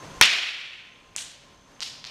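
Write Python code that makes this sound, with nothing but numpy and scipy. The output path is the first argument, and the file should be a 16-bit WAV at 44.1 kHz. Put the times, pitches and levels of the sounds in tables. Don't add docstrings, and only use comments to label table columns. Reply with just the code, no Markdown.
import sys
import numpy as np
from scipy import signal
from scipy.io import wavfile

SR = 44100
rng = np.random.default_rng(int(sys.argv[2]) if len(sys.argv) > 2 else 0)


def boost(x):
    u = np.asarray(x, float) / 20
    return 10 ** u


def log_audio(samples):
    frames = np.atleast_2d(samples).T
    limited = np.clip(frames, -1, 1)
    pcm = np.round(limited * 32767).astype(np.int16)
    wavfile.write(sys.argv[1], SR, pcm)


N = 92610

# [f/Hz, level/dB per Hz]
AIR_SPECTRUM = [(15, -35.5), (25, -3), (202, -4.5), (278, -7.5), (488, -8), (1030, -10), (2070, -15.5),
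                (6370, -22.5), (15000, -45)]
# [f/Hz, width/Hz, level/dB]
WHINES = [(152.5, 32, -57), (281.4, 20, -59.5), (566, 17, -60), (940, 18, -61.5), (1046, 7.3, -53.5),
          (6260, 31, -60.5), (6300, 250, -61.5)]
# [f/Hz, t60/s]
HALL_DECAY = [(60, .3), (120, .6), (400, 0.95), (1200, 0.93), (2800, 1.053), (5000, .8), (8000, 0.5),
              (14000, .35)]
# [t/s, level/dB, build-up/s]
TAILS = [
    (.2140, 13, 0.009),
    (1.1660, -15.5, 0.0155),
    (1.8110, -17.5, 0.021),
    (2.049, -28, 0.014),
]
# [f/Hz, level/dB per Hz]
CRACK_COLOUR = [(35, -59), (60, -26.5), (438, -19), (539, -23.5), (695, -12.5), (875, -17), (2710, 1.5),
                (6090, -11), (15000, -45.5)]
# [f/Hz, level/dB per Hz]
FIRST_COLOUR = [(410, -42.5), (700, -13), (1180, -18), (1590, -8), (2310, -7.5), (3350, -1), (5310, -5.5),
                (7600, 2), (15000, -41.5)]
# [f/Hz, level/dB per Hz]
SECOND_COLOUR = [(410, -51), (700, -19), (1450, -15.5), (3390, -2.5), (4980, -0.5), (9820, -17.5),
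                 (13200, -35.5), (15000, -52)]
# [f/Hz, level/dB per Hz]
THIRD_COLOUR = [(530, -43), (900, -5), (1210, -8), (1410, -26), (2130, -2), (4730, 0), (15000, -42)]
# [t/s, level/dB, f/Hz, length/ms]
CRACK_ECHOES = [(.2236, 23.5, 4600, 1.8), (.2256, 23.5, 4310, 1.2), (.2309, 21, 3500, .8),
                (.2358, 20.5, 3010, 1.8), (.2311, 3, 11000, 0.49), (.2363, 3.5, 9500, .8),
                (.2550, 2.5, 8500, 4.0), (.4280, -8, 2730, 3.7)]
# [t/s, level/dB, f/Hz,
# length/ms]
BOUNCE_ECHOES = [(1.153, -24, 2500, 2.5), (1.1708, -19, 7500, 2.5), (1.1820, -8.5, 3300, 0.95),
                 (1.1822, -20, 7800, 1.2), (1.186, -15, 3500, 1.6), (1.1905, -12, 7000, 1.5),
                 (1.2177, -15.5, 7200, 6.0), (1.795, -28, 3000, 1.5), (1.8117, -17.5, 5200, 1.2),
                 (1.8178, -12, 4500, 1.3), (1.8225, -24, 990, 1.5), (1.8241, -10, 3740, 2.5),
                 (1.8314, -7, 5040, 1), (1.8590, -18, 3770, 9.8), (2.0606, -20, 3960, 1.6),
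                 (2.0679, -17, 4960, 1.8), (2.0733, -15.5, 4230, .7), (2.0960, -26, 3040, 2.7)]
# [t/s, level/dB, f/Hz, length/cycles]
BOUNCE_CLICKS = [
    (1.1632, -0.5, 7150, 5.4),
    (1.1629, -4, 2780, 2.8),
    (1.1684, -11, 6000, 2.5),
    (1.8055, -4.5, 5270, 3.1),
    (2.0424, -8.5, 4060, 3.1),
    (2.0505, -9, 4400, 3.1),
]
# [t/s, level/dB]
BLOWS = [
    (.2121, 2.5),
    (0.2126, 4.5),
    (0.2135, 5),
    (0.216, 14),
]
# [f/Hz, level/dB, t60/s]
BOARD_MODES = [(97.9, -28.5, 0.16), (290, -23, 0.045), (600, -23.5, .02), (1050, -12, 0.015),
               (1700, -1, 0.011), (2258, -5, 0.014), (3300, -2.5, .007), (4330, -5, .006),
               (5740, 0.5, 0.0024), (8500, -14, 0.0081), (12900, -20, .004)]


def drift(rate_hz):
    r = np.exp(-2 * np.pi * rate_hz / SR)
    slow = signal.lfilter([1], [1, -2 * r, r * r], rng.standard_normal(N + SR))[SR:]
    return slow / slow.std()


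def at_hz(points, hz):
    table_hz, values = np.array(points).T
    return np.interp(np.log(hz), np.log(table_hz), values)


def ring(x, hz, t60_s):
    r = boost(-60 / (t60_s * SR))
    w = 2 * np.pi * hz / SR
    return signal.lfilter([0, np.sin(w)], [1, -2 * r * np.cos(w), r * r], x + 1e-18)


def ring_twice(x, hz, t60_s):
    return ring(ring(x, hz, t60_s), hz, t60_s)


def add(out, t_s, x):
    i = int(t_s * SR)
    out[i:i + len(x)] += x[:len(out) - i]


def banded(spectrum, envelope, size):
    edges = 22 * 2 ** np.arange(0, 9.7, 1 / 3)
    white = rng.standard_normal((2, size))
    out, power = 0, 0
    for k, (low, high) in enumerate(zip(edges, edges[1:])):
        hz = np.sqrt(low * high)
        gain = boost(at_hz(spectrum, hz))
        bandpass = signal.butter(2, [low, high], "band", fs=SR, output="sos")
        out = out + gain * signal.sosfilt(bandpass, white[k % 2]) * envelope(hz)
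        power = power + gain ** 2 * (high - low) * 2.2 / SR
    return out / np.sqrt(power)


def ventilation():
    level_db, patchy_db, patchy_hz = -43, 1, 7.6
    air = banded(AIR_SPECTRUM, lambda hz: 1, size=N)
    out = boost(level_db) * air * boost(patchy_db * drift(patchy_hz))
    for hz, width_hz, db in WHINES:
        tone = ring_twice(rng.standard_normal(N + SR), hz, 2.2 / width_hz)[SR:]
        out += boost(db) * tone / tone.std()
    return out


def tails():
    early_db, early_t60_s = 3.5, 0.34
    lumps_db, lumps_hz = 1, 40
    colours = [CRACK_COLOUR, FIRST_COLOUR, SECOND_COLOUR, THIRD_COLOUR]
    lengths = [N, SR, SR // 3, SR // 10]
    out = np.zeros(N)
    for (t_s, db, rise_s), colour, length in zip(TAILS, colours, lengths):
        t = np.arange(length) / SR
        build_up = 1 - np.exp(-t / rise_s)
        early = 1 + boost(early_db - 60 * t / early_t60_s)
        level = boost(db - 7 + lumps_db * drift(lumps_hz)[:length])
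        diffuse = banded(colour, lambda hz: boost(-60 * t / at_hz(HALL_DECAY, hz)), size=length)
        add(out, t_s, build_up * early * level * diffuse)
    return out


def echoes(rows):
    relative_width = 0.47
    out = np.zeros(N)
    t = np.arange(2000) / SR
    for t_s, db, hz, ms in rows:
        u = t / (ms * 1e-3)
        noise = ring_twice(rng.standard_normal(len(t)), hz, 2.5 / (relative_width * hz))
        burst = noise * u * np.exp(-2 * u)
        add(out, t_s, boost(db - 0.5) * burst / np.abs(burst).max())
    return out


def bounce_clicks():
    out = np.zeros(N)
    impulse = np.eye(1, 400)[0]
    for t_s, db, hz, cycles in BOUNCE_CLICKS:
        contact = ring_twice(impulse, hz, cycles / hz) * hz / SR * 8
        add(out, t_s, boost(db) * contact)
    return out


def board():
    out = np.zeros(N)
    for hz, mode_db, t60_s in BOARD_MODES:
        blows = np.zeros(N)
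        for t_s, blow_db in BLOWS:
            strength_db = blow_db + mode_db + rng.normal(0, 1.5)
            blows[int(t_s * SR)] = boost(strength_db) * rng.choice([-1, 1])
        out += ring(blows, hz, t60_s)
    return out


def scene():
    no_bass = signal.butter(2, 900, "high", fs=SR, output="sos")
    rock = signal.sosfilt(no_bass, bounce_clicks() + echoes(CRACK_ECHOES + BOUNCE_ECHOES))
    return (ventilation() + tails() + rock + board())[None]


def top_cut(x):
    return signal.sosfilt(signal.butter(12, 16740, fs=SR, output="sos"), x)


def record(dry):
    duck_s, attack_s, recover_s = 0.2134, .003, 0.66
    duck_db, stays_db = 15.5, 10
    overload = 0.86
    t = np.maximum(np.arange(N) / SR - duck_s, 0)
    depth_db = stays_db + duck_db * np.exp(-t / recover_s)
    x = dry * boost((np.exp(-t / attack_s) - 1) * depth_db)
    x = x / (1 + np.abs(x / overload) ** 6) ** (1 / 6)
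    x = signal.sosfilt(signal.cheby2(10, 40, 15800, fs=SR, output="sos"), x)
    return top_cut(x)


dry = scene()
out = record(dry)
log_audio(out)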